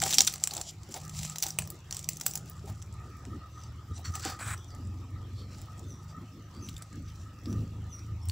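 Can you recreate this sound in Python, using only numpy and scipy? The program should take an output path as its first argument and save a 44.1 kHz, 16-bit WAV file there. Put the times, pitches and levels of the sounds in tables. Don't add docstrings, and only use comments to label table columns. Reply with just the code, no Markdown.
import sys
import numpy as np
from scipy import signal
from scipy.fft import rfft, irfft, next_fast_len
from scipy.io import wavfile
from scipy.ndimage import uniform_filter1d, map_coordinates

SR = 44100
rng = np.random.default_rng(int(sys.argv[2]) if len(sys.argv) > 2 else 0)


def materialize(psi):
    bounded = np.clip(np.atleast_2d(psi).T, -1, 1)
    quanta = np.round(bounded * 32767).astype(np.int16)
    wavfile.write(sys.argv[1], SR, quanta)


N = 366471

# time in seconds, crackle level in dB.
BENDING = [(0, -39), (.11, -38.5), (.25, -42.5), (.39, -50.5), (.58, -44), (.67, -59.5), (.79, -65),
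           (.9, -53.5), (1.11, -54), (1.2, -49), (1.35, -52), (1.47, -45), (1.55, -58), (1.65, -55),
           (1.83, -69.5), (1.94, -49.5), (2.07, -59), (2.33, -51), (2.43, -59), (2.59, -63), (3.28, -70.5),
           (4.0, -67.5), (4.16, -51.5), (4.3, -48), (4.36, -58), (4.74, -69.5), (5.32, -71), (5.6, -63),
           (6.41, -73), (6.7, -61.5), (6.99, -69), (8.2, -69.5), (8.31, -59.5)]


def amp(db):
    return 10 ** (np.asarray(db) / 20)


def unit(x):
    return x / np.sqrt(np.mean(x ** 2) + 1e-20)


def along(points, hz):
    f, v = np.transpose(points)
    return np.interp(np.log(hz + 1), np.log(f + 1), v)


def curves(rows):
    times, *columns = np.transpose(rows)
    return [np.interp(np.arange(N) / SR, times, column) for column in columns]


def wobble(rate, size=16):
    coarse = np.arange(0, N + size, size)
    knots = rng.standard_normal(int(N * rate / SR) + 4)
    return np.interp(np.arange(N), coarse, map_coordinates(knots, [coarse * rate / SR]))


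def swells(rows):
    out = np.zeros((len(rows[0]) - 2, N + SR))
    for start, length, *db in rows:
        size = int(length * SR)
        out[:, round(start * SR):][:, :size] += amp(db)[:, None] * np.hanning(size)
    return out[:, :N]


def filtered(x, response):
    size = next_fast_len(N + SR // 2)
    return irfft(rfft(x, size) * response(np.fft.rfftfreq(size, 1 / SR)), size)[..., :N]


def causal(x, points, size=4096):
    cepstrum = irfft(np.log(amp(along(points, np.fft.rfftfreq(size, 1 / SR)))), size)
    cepstrum[1:size // 2] *= 2
    cepstrum[size // 2 + 1:] = 0
    kernel = irfft(np.exp(rfft(cepstrum)), size)
    return signal.fftconvolve(np.atleast_2d(x), kernel[None], axes=1)[:, :N]


def narrow(hz, width_hz):
    sway = wobble(width_hz) + 1j * wobble(width_hz)
    return unit(np.real(sway * np.exp(2j * np.pi * hz * np.arange(N) / SR)))


def grains(rate, life_s, spread_db):
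    hits = rng.random(N) < rate / SR * amp(4 * wobble(25))
    strengths = amp(spread_db * rng.exponential(size=N))
    envelope = signal.lfilter([1], [1, -np.exp(-1 / (life_s * SR))], hits * strengths)
    return unit(envelope * rng.standard_normal(N))


def room_tone():
    # frequency in Hz, relative spectral density in dB.
    spectrum = [(15, -41), (25, -15), (76, -10.5), (108, -0.5), (236, -22.5), (344, -15.5), (416, -22),
                (1020, -25), (1260, -22.5), (1560, -29.5), (1840, -29), (5880, -35.5), (9070, -52.5),
                (14800, -37), (16000, -59.5)]
    # frequency in Hz, correlation from 0 to 1.
    coherence = [(30, 0.84), (100, 1), (400, 0.96), (1000, 0.89), (3800, 0.44), (15000, 0.18)]

    def mid_and_side(hz):
        angle = np.arccos(np.clip(along(coherence, hz), -1, 1)) / 2
        return amp(along(spectrum, hz)) * [np.cos(angle), np.sin(angle)]

    cells = signal.stft(rng.standard_normal((2, N)), nperseg=512)[2]
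    patches = uniform_filter1d(rng.standard_normal(cells.shape[1:]), size=4, axis=0)
    patches = uniform_filter1d(patches, size=12, axis=1)
    noise = signal.istft(cells * amp(4.15 * unit(patches)), nperseg=512)[1][:, :N]
    mid, side = filtered(noise, mid_and_side)
    return amp(-51.5) * unit(np.array([mid + side, mid - side]))


def hollow_note():
    # time in seconds, level in dB before the flutter.
    strength = [(0.0, -58), (0.69, -74), (1.13, -63.5), (1.85, -72), (3.26, -57.5), (3.82, -64), (4.4, -47),
                (4.58, -63.5), (4.88, -63), (6.04, -58), (6.27, -61), (8.08, -63), (8.31, -70)]
    level = amp(curves(strength)[0])
    flutter = amp(5.6 * wobble(21) + 1.5 * wobble(5.7))
    mid = narrow(1250, width_hz=140) + 0.21 * narrow(1850, width_hz=250)
    side = amp(-17) * narrow(1250, width_hz=140)
    return level * flutter * np.array([mid + side, mid - side])


def chirps_and_whistles(yard_t60_s=0.26):
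    # start and
    # length in seconds, first and last pitch in Hz, relative level in dB.
    chirps = [(3.605, 0.042, 5900, 4600, -58), (3.908, 0.12, 3810, 3910, -61.5),
              (4.55, 0.061, 5900, 5920, -57), (4.558, 0.09, 3480, 3340, -61),
              (4.671, 0.068, 6440, 4280, -57.5), (5.827, 0.037, 3470, 3595, -61),
              (5.863, 0.089, 6440, 5630, -53.5), (6.529, 0.081, 4520, 4710, -59),
              (6.604, 0.07, 6580, 5640, -49.5), (7.443, 0.097, 5360, 6010, -57),
              (7.893, 0.082, 6320, 5630, -49), (8.21, 0.033, 5420, 5410, -56)]
    # multiple of the pitch, relative level in dB.
    overtones = [(5 / 3, -15), (7 / 3, -18)]
    calls = np.zeros(N + SR)
    for start, length, first_hz, last_hz, db in chirps:
        progress = np.arange(int(length * SR)) / (length * SR)
        pitch_hz = last_hz + (first_hz - last_hz) * (1 - progress) ** 1.6
        phase = 2 * np.pi * np.cumsum(pitch_hz) / SR
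        tone = np.sin(phase) + sum(amp(gain_db) * np.sin(k * phase) for k, gain_db in overtones)
        calls[round(start * SR):][:len(tone)] += amp(db) * np.sin(np.pi * progress) ** .5 * tone
    raspy = calls[:N] * (.8 + wobble(320))
    t = np.arange(SR // 4) / SR
    yard = rng.standard_normal(len(t)) * amp(-60 * t / yard_t60_s)
    return .5 * raspy + signal.fftconvolve(raspy, yard / np.linalg.norm(yard))[:N]


def engine(step=32, strong_order=4, strong_db=3.5):
    # time in seconds, firing rate in Hz.
    speed = [(0, 16.8), (1, 16.9), (2.5, 17.2), (3, 17.6), (3.5, 19), (4, 20.5), (4.5, 21.5), (5, 22.6),
             (5.5, 23.7), (6, 25.2), (6.3, 26.1), (7, 25.9), (7.5, 26.3), (8.31, 27)]
    # frequency in Hz, relative gain in dB.
    deep_body = [(30, -30), (50, -10), (68, -4.5), (89, 2), (106, -1), (125, -4), (140, -34)]
    upper_body = [(120, -29), (140, 1), (152, 5.5), (168, -7), (190, -7), (206, -12.5), (260, -29.5)]
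    firing_hz = (curves(speed)[0] * (1 + 0.0037 * wobble(12)))[::step]
    order = np.arange(2, 13)[:, None]
    phase = 2 * np.pi * (order * np.cumsum(firing_hz) * step / SR + rng.random(order.shape))
    drift_db = 1.8 * np.array([wobble(5)[::step] for _ in order])
    partials = amp(drift_db + strong_db * (order == strong_order)) * np.sin(phase)
    voices = [np.sum(partials * amp(along(body, order * firing_hz)), axis=0)
              for body in (deep_body, upper_body)]
    return [unit(signal.resample_poly(voice, step, 1)[:N]) for voice in voices]


def rumble(boom_db=-9, thump_db=-15):
    # time in seconds, deep and upper level in dB.
    engine_levels = [(0, -49, -46), (.35, -50.5, -51), (.75, -54.5, -53), (.97, -57, -57.5),
                     (1.05, -47.5, -44.5), (1.3, -55.5, -45.5), (1.48, -59, -53.5), (1.63, -53.5, -45.5),
                     (1.78, -53, -58), (2.4, -51, -46.5), (2.75, -43.5, -53), (3.1, -44.5, -57),
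                     (3.7, -47, -58), (4.38, -44.5, -57.5), (4.46, -41.5, -59), (5.35, -40, -58),
                     (5.5, -44.5, -53), (6.4, -49, -52.5), (7.42, -44, -57), (7.57, -37, -41),
                     (7.75, -39.5, -48), (8.2, -43.5, -57.5), (8.31, -30.5, -50)]
    # start and length in seconds, relative boom and thump level in dB.
    thuds = [(.13, 0.17, -62, -48.5), (.76, 0.091, -42, -80), (.88, 0.053, -65, -47),
             (1.17, 0.082, -38, -77), (1.57, .1, -39, -80), (2.66, 0.1, -41, -57), (3.24, 0.21, -45, -46),
             (3.88, 0.066, -31.5, -50.5), (4.05, 0.086, -32.5, -54), (4.24, 0.075, -55, -44),
             (4.44, .14, -34, -82), (4.72, 0.13, -51, -53.5), (5.11, 0.072, -32.5, -67),
             (5.78, 0.23, -54, -53.5), (6.13, 0.16, -47.5, -47), (6.3, 0.14, -62, -47),
             (6.5, 0.25, -46, -50), (6.88, .2, -43, -47), (7.16, 0.16, -46, -54), (7.44, 0.14, -60, -37),
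             (7.53, 0.14, -29.5, -43.5), (8.06, 0.14, -36.5, -66)]
    # frequency in Hz, relative gain in dB.
    thump_colour = [(100, -45), (190, 6.5), (300, 2.5), (380, -8), (550, -17.5), (900, -40.5)]
    deep_db, upper_db = curves(engine_levels)
    deep, upper = engine()
    booms, thumps = swells(thuds)
    boom = narrow(89, width_hz=14) + 0.78 * narrow(106, width_hz=11)
    lumps = amp(2 * wobble(14)) * rng.standard_normal(N)
    thump = unit(causal(lumps, thump_colour)[0])
    thump_gain = amp(deep_db + thump_db + 4.7 * wobble(6)) + thumps
    engine_drift_db = 2.5 * wobble(8)
    deep_gain = amp(deep_db + engine_drift_db) + 0.44 * booms
    upper_gain = amp(upper_db + engine_drift_db) + .15 * booms
    boom_gain = amp(deep_db + boom_db + 2.5 * wobble(8)) + 0.44 * booms
    return deep_gain * deep + upper_gain * upper + boom_gain * boom + thump_gain * thump


def finger_bumps(rise_s=0.0031, t60_s=0.06):
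    # start in seconds, relative level in dB, lower mode in Hz.
    contacts = [(0.89, -37.5, 370), (2.64, -37, 404), (3.271, -34.5, 260), (3.349, -42, 312),
                (4.254, -27, 325)]
    out, t = np.zeros(N + SR), np.arange(SR // 8) / SR
    for start, db, hz in contacts:
        ring = np.sin(2 * np.pi * hz * t) + 0.43 * np.sin(2 * np.pi * (1.45 * hz * t + rng.random()))
        envelope = amp(db - 60 * t / t60_s) * (1 - np.exp(-t / rise_s))
        out[round(start * SR):][:len(t)] += envelope * ring
    return out[:N]


def flakes(hz, depth_db):
    return depth_db * np.interp(hz, np.linspace(0, SR / 2, num=56), rng.standard_normal(56))


def scrapes():
    # start and length in seconds,
    # hiss in dB, brightest frequency in Hz, top edge in dB relative to it, dull rub in dB,
    # crest of the stroke as a share of its length.
    slides = [(0.638, 0.075, -40.5, 6200, -20, -77, 0.84), (0.836, 0.12, -57, 6550, -20, -77, 0.96),
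              (0.94, 0.052, -50, 5960, -31, -63, 0.35), (0.272, 0.015, -21.5, 6600, -23, -39, .25),
              (1.42, 0.11, -38, 6600, 2, -56, 0.14), (2.258, 0.056, -36, 7600, 3, -56, .1),
              (2.672, 0.045, -60, 6900, -22, -66, .2), (3.505, 0.18, -57.5, 6860, -17.5, -73, 0.45),
              (3.935, 0.053, -48, 7040, -28, -69, 1), (4.041, 0.065, -43, 6240, -19, -45.5, .15),
              (4.135, 0.045, -45, 5970, -23, -50, 0.23), (4.202, 0.16, -42, 5400, -33, -44.5, 0.3),
              (4.39, 0.16, -36, 7700, -16, -37, 0.66), (5.358, 0.092, -54, 4950, -20, -71, 0.4),
              (5.47, 0.087, -55, 4850, -22, -59.5, 0.68), (5.57, 0.085, -56.5, 4400, -26, -77, 0.62),
              (6.076, 0.061, -58, 5540, -21, -70, 0.36), (7.042, 0.089, -58, 5000, -17, -70, 0.61),
              (7.177, 0.073, -61, 6260, -20.5, -67, 0.48)]
    # frequency in Hz, relative gain in dB.
    dough = [(200, -22), (350, -22), (800, -6), (1000, 11), (1500, 16), (2100, 8), (2800, -4.5),
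             (5000, -87)]
    out = np.zeros(N + SR)
    grit = grains(1200, life_s=0.0018, spread_db=0.5) + 0.63 * rng.standard_normal((2, N))
    rub = unit(causal(grit[1], dough)[0])
    for start, length, hiss_db, peak_hz, edge_db, rub_db, crest in slides:
        first, size = round(start * SR), int(length * SR)
        span = slice(first, first + size)
        hz = np.fft.rfftfreq(size, 1 / SR)
        colour = [(1000, -35), (0.47 * peak_hz, -7), (peak_hz, 0), (1.45 * peak_hz, -10),
                  (13500, edge_db)]
        gain = amp(along(colour, hz) + flakes(hz, depth_db=5.5))
        hiss = unit(irfft(rfft(grit[0, span]) * gain, size))
        progress = np.linspace(0, 1, size)
        stroke = np.interp(progress, [0, np.clip(crest, .05, .9), .93, 1], [0.16, 0.97, 0.32, 0.18])
        out[span] += stroke * (amp(hiss_db) * hiss + amp(rub_db) * rub[span])
    return out[:N]


def shell_note(shell_db=-12):
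    # frequency in Hz, relative gain in dB.
    cavity = [(200, -26), (340, -6), (450, -14.5), (560, -8), (680, -7), (780, 4.5), (950, -11),
              (1500, -21.5)]
    # start and length in seconds, level in dB.
    squeezes = [(.01, 0.083, -33.5), (.18, 0.047, -28.5), (.46, 0.13, -47), (.55, 0.091, -44.5),
                (.93, 0.068, -43), (1.21, 0.073, -55), (1.41, 0.096, -46), (1.58, 0.035, -41.5),
                (1.91, 0.085, -62), (2.23, 0.065, -53), (2.33, 0.055, -45), (2.63, 0.12, -52),
                (3.95, 0.093, -52), (4.13, 0.07, -47), (4.23, 0.12, -35.5), (4.42, 0.16, -45.5)]
    taps = grains(160, life_s=0.0051, spread_db=1.5) + 0.23 * rng.standard_normal(N)
    level = amp(curves(BENDING)[0] + shell_db + 2.4 * wobble(9)) + swells(squeezes)[0]
    return level * unit(causal(taps, cavity)[0])


def crackle():
    # frequency in Hz, relative gain in dB.
    crust = [(900, -36.5), (2000, -8), (4000, -3.5), (7000, 2.5), (10000, -6), (13000, -10), (16000, -10)]
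    level_db, = curves(BENDING)
    force = np.clip((level_db + 74.5) / 16, 0, 1)
    spikes = force * grains(700, life_s=.002, spread_db=3.5)
    hiss = (1 - .65 * force) * rng.standard_normal(N)
    return amp(level_db + 2.5 * wobble(9.7)) * unit(causal(spikes + hiss, crust)[0])


def small_fractures(per_second=45):
    when, strength, pitch, knock, edge = rng.random((round(per_second * N / SR), 5)).T
    start = when * N / SR
    db = np.interp(start, *np.transpose(BENDING)) + 12.5 - 3 * np.log(strength + 0.0012)
    peak_hz = 6450 * 2 ** (.5 * pitch - .25)
    return zip(start, db, peak_hz, -45 + 20 * knock, -33.5 + 20 * edge)


def snaps(rise_s=.0004, burst_t60_s=.010, tail_t60_s=0.041):
    # start in seconds, relative level in dB, brightest frequency in Hz,
    # relative levels of the shell's knock and of the top edge in dB.
    fractures = [(0.0184, -13.5, 7340, -17.5, -24.5), (0.0254, -16, 7200, -16.5, -30.5),
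                 (0.0363, -10.5, 6600, -27, -35), (0.0624, -22, 7350, -13, -19.5),
                 (0.0792, -23, 7200, -20, -24.5), (0.0914, -23.5, 7640, -13.5, -26),
                 (0.1067, -14.5, 4720, -27, -25.5), (0.1264, -15, 6340, -21, -26.5),
                 (0.1344, -10.5, 4300, -25.5, -19.5), (0.1421, -3.5, 6900, -43, -29.5),
                 (0.1504, -16, 7490, -18.5, -19.5), (0.1835, 1, 5650, -32, -34),
                 (0.1904, -9.5, 6000, -30, -23), (0.2059, -1, 6170, -34.5, -25.5),
                 (0.2174, -7, 7640, -34, -24), (0.2473, -15.5, 7410, -32.5, -26.5),
                 (0.2684, -14, 7450, -33.5, -23.5), (0.2733, -10.5, 6100, -35, -24),
                 (0.2964, -23, 6130, -29, -26.5), (0.3254, -25.5, 7330, -22, -14),
                 (0.3381, -15, 5700, -21.5, -16.5), (0.3581, -27, 7300, -16, -22.5),
                 (0.38, -32.5, 7530, -19, -26.5), (0.4379, -8, 7100, -35.5, -28.5),
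                 (0.4733, -12, 7940, -28, -24.5), (0.5092, -19.5, 4310, -31, -30.5),
                 (0.5362, -20, 7240, -25, -18.5), (0.5666, -19, 7550, -22, -28),
                 (0.5784, -24.5, 5570, -20, -26), (0.613, -18, 7000, -27, -31),
                 (0.7841, -52, 7330, -23, -26), (0.9108, -35, 7130, -21, -17),
                 (0.9413, -24, 7100, -31, -29), (1.051, -32.5, 5800, -29, -23.5),
                 (1.1984, -30, 6330, -33, -24), (1.2241, -37, 7360, -27, -28),
                 (1.2321, -26.5, 7450, -27, -25), (1.2491, -22.5, 7300, -19, -33),
                 (1.2965, -24, 7150, -23, -26), (1.3583, -21.5, 5900, -23, -24),
                 (1.3838, -18, 6270, -41, -20), (1.4022, -28.5, 7400, -34, -24),
                 (1.4247, -9.5, 6240, -43, -23), (1.4314, -12, 6370, -21, -18),
                 (1.4374, -14, 6700, -32, -19.5), (1.4654, -17.5, 6350, -33, -21.5),
                 (1.4845, -22.5, 7560, -47, -17.5), (1.5045, -23, 5800, -34, -23),
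                 (1.5873, -7.5, 8900, -20, -22.5), (1.6207, -25, 7300, -15, -23),
                 (1.6741, -30, 6100, -25, -18), (1.7025, -18.5, 7500, -28, -8.5),
                 (1.9091, -23, 6050, -31, -22.5), (1.9255, -20, 7000, -32, -27),
                 (1.9455, -25, 5960, -27.5, -22), (1.9674, -22, 7560, -34, -25),
                 (1.9919, -24.5, 7650, -34, -24), (2.0428, -26, 6200, -41, -24),
                 (2.0887, -9, 6400, -25, -17), (2.1326, -29.5, 7550, -48, -21),
                 (2.1695, -24.5, 6250, -43, -17), (2.1989, -29.5, 7080, -34, -18.5),
                 (2.2114, -16, 6200, -22, -24), (2.2343, -32, 7070, -32, -22),
                 (2.2564, -22.5, 7050, -17, 4), (2.2638, -4, 8200, -25.5, -16),
                 (2.2804, -26, 5750, -24, -21), (2.3101, -23, 7340, -40, -24.5),
                 (2.3361, -22.5, 6200, -30, -15.5), (2.355, -13.5, 6040, -32, -15.5),
                 (2.3745, -22, 7140, -34, -22), (2.4977, -25, 9900, -35, -7), (2.8185, -41, 6240, -22, -32),
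                 (3.252, -37.5, 7300, -14, -33), (3.6356, -36, 5610, -17, -30),
                 (4.1535, -18.5, 8200, -23, -19.5), (4.3954, -32, 4490, -5, -26),
                 (4.4109, -28, 4430, -5, -28), (6.0394, -47, 5930, -13, -9), (6.6877, -28, 3700, -42, -27),
                 (6.6934, -34, 7400, -21, -18), (6.7406, -41, 6070, -14, -15),
                 (6.765, -30.5, 3700, -44, -22), (6.7895, -45, 7600, -25, -11),
                 (6.8219, -27, 7160, -21, -28), (6.9282, -40, 7230, -8, -34), (7.4574, -34, 4960, -21, -34),
                 (7.5273, -33, 5800, -20, -30), (8.2546, -33, 5350, -22, -6),
                 (8.2861, -26, 8060, -33, -25.5), (8.2964, -25, 4540, -30, -28)]
    out, t = np.zeros(N + SR), np.arange(1024) / SR
    hz = np.fft.rfftfreq(len(t), 1 / SR)
    bass_cut_db = along([(150, -30), (700, 0)], hz)
    rise = 1 - np.exp(-t / rise_s)
    decay = amp(-60 * t / burst_t60_s) + amp(-15.5 - 60 * t / tail_t60_s)
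    for start, db, peak_hz, knock_db, edge_db in [*fractures, *small_fractures()]:
        colour = [(1200, knock_db + 8), (0.76 * peak_hz, -11), (peak_hz, 0), (1.286 * peak_hz, -10),
                  (13500, edge_db + 9.5)]
        gain = amp(along(colour, hz) + bass_cut_db + flakes(hz, depth_db=3.5))
        noise = unit(irfft(rfft(rng.standard_normal(len(t))) * gain))
        fits = amp(2.04 * unit(uniform_filter1d(rng.standard_normal(len(t)), size=24)))
        out[round(start * SR):][:len(t)] += amp(db - 3.5) * noise * fits * rise * decay
    return out[:N]


def reverberation(x, side_db, delay_samples=150):
    # frequency in Hz, time to fall 60 dB in seconds.
    decay_times = [(300, 0.75), (2500, 0.2), (7000, 0.21), (15000, 0.14)]
    hz, t, cells = signal.stft(rng.standard_normal((2, SR // 3)), SR, nperseg=256)
    decay = amp(-60 * t / along(decay_times, hz)[:, None])
    mid, side = signal.istft(cells * decay, SR, nperseg=256)[1]
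    tail = np.array([mid + amp(side_db) * side, mid - amp(side_db) * side]) / np.linalg.norm(mid)
    return signal.fftconvolve(np.pad(x, (delay_samples, 0))[None], tail, axes=1)[:, :N]


def scene():
    pastry = snaps() + crackle() + shell_note() + scrapes() + finger_bumps()
    far = rumble() + hollow_note() + chirps_and_whistles()
    return pastry + amp(-14) * reverberation(pastry, side_db=-45) + far + room_tone()


def record(dry, band_limit_hz=16820):
    # frequency in Hz, gain in dB.
    port = [(4000, -1), (5400, -0.5), (6150, 1.5), (6600, -9), (7000, 1), (7500, 2), (8600, -4.5),
            (10600, -5.5), (11300, -2), (12000, -7), (13500, -10), (15100, -3), (15600, 3.5), (15900, -28),
            (16800, -40)]
    clipped = np.clip(causal(dry, port), -1, 1)
    return .99 * filtered(clipped, lambda hz: hz < band_limit_hz)


dry = scene()
out = record(dry)
materialize(out)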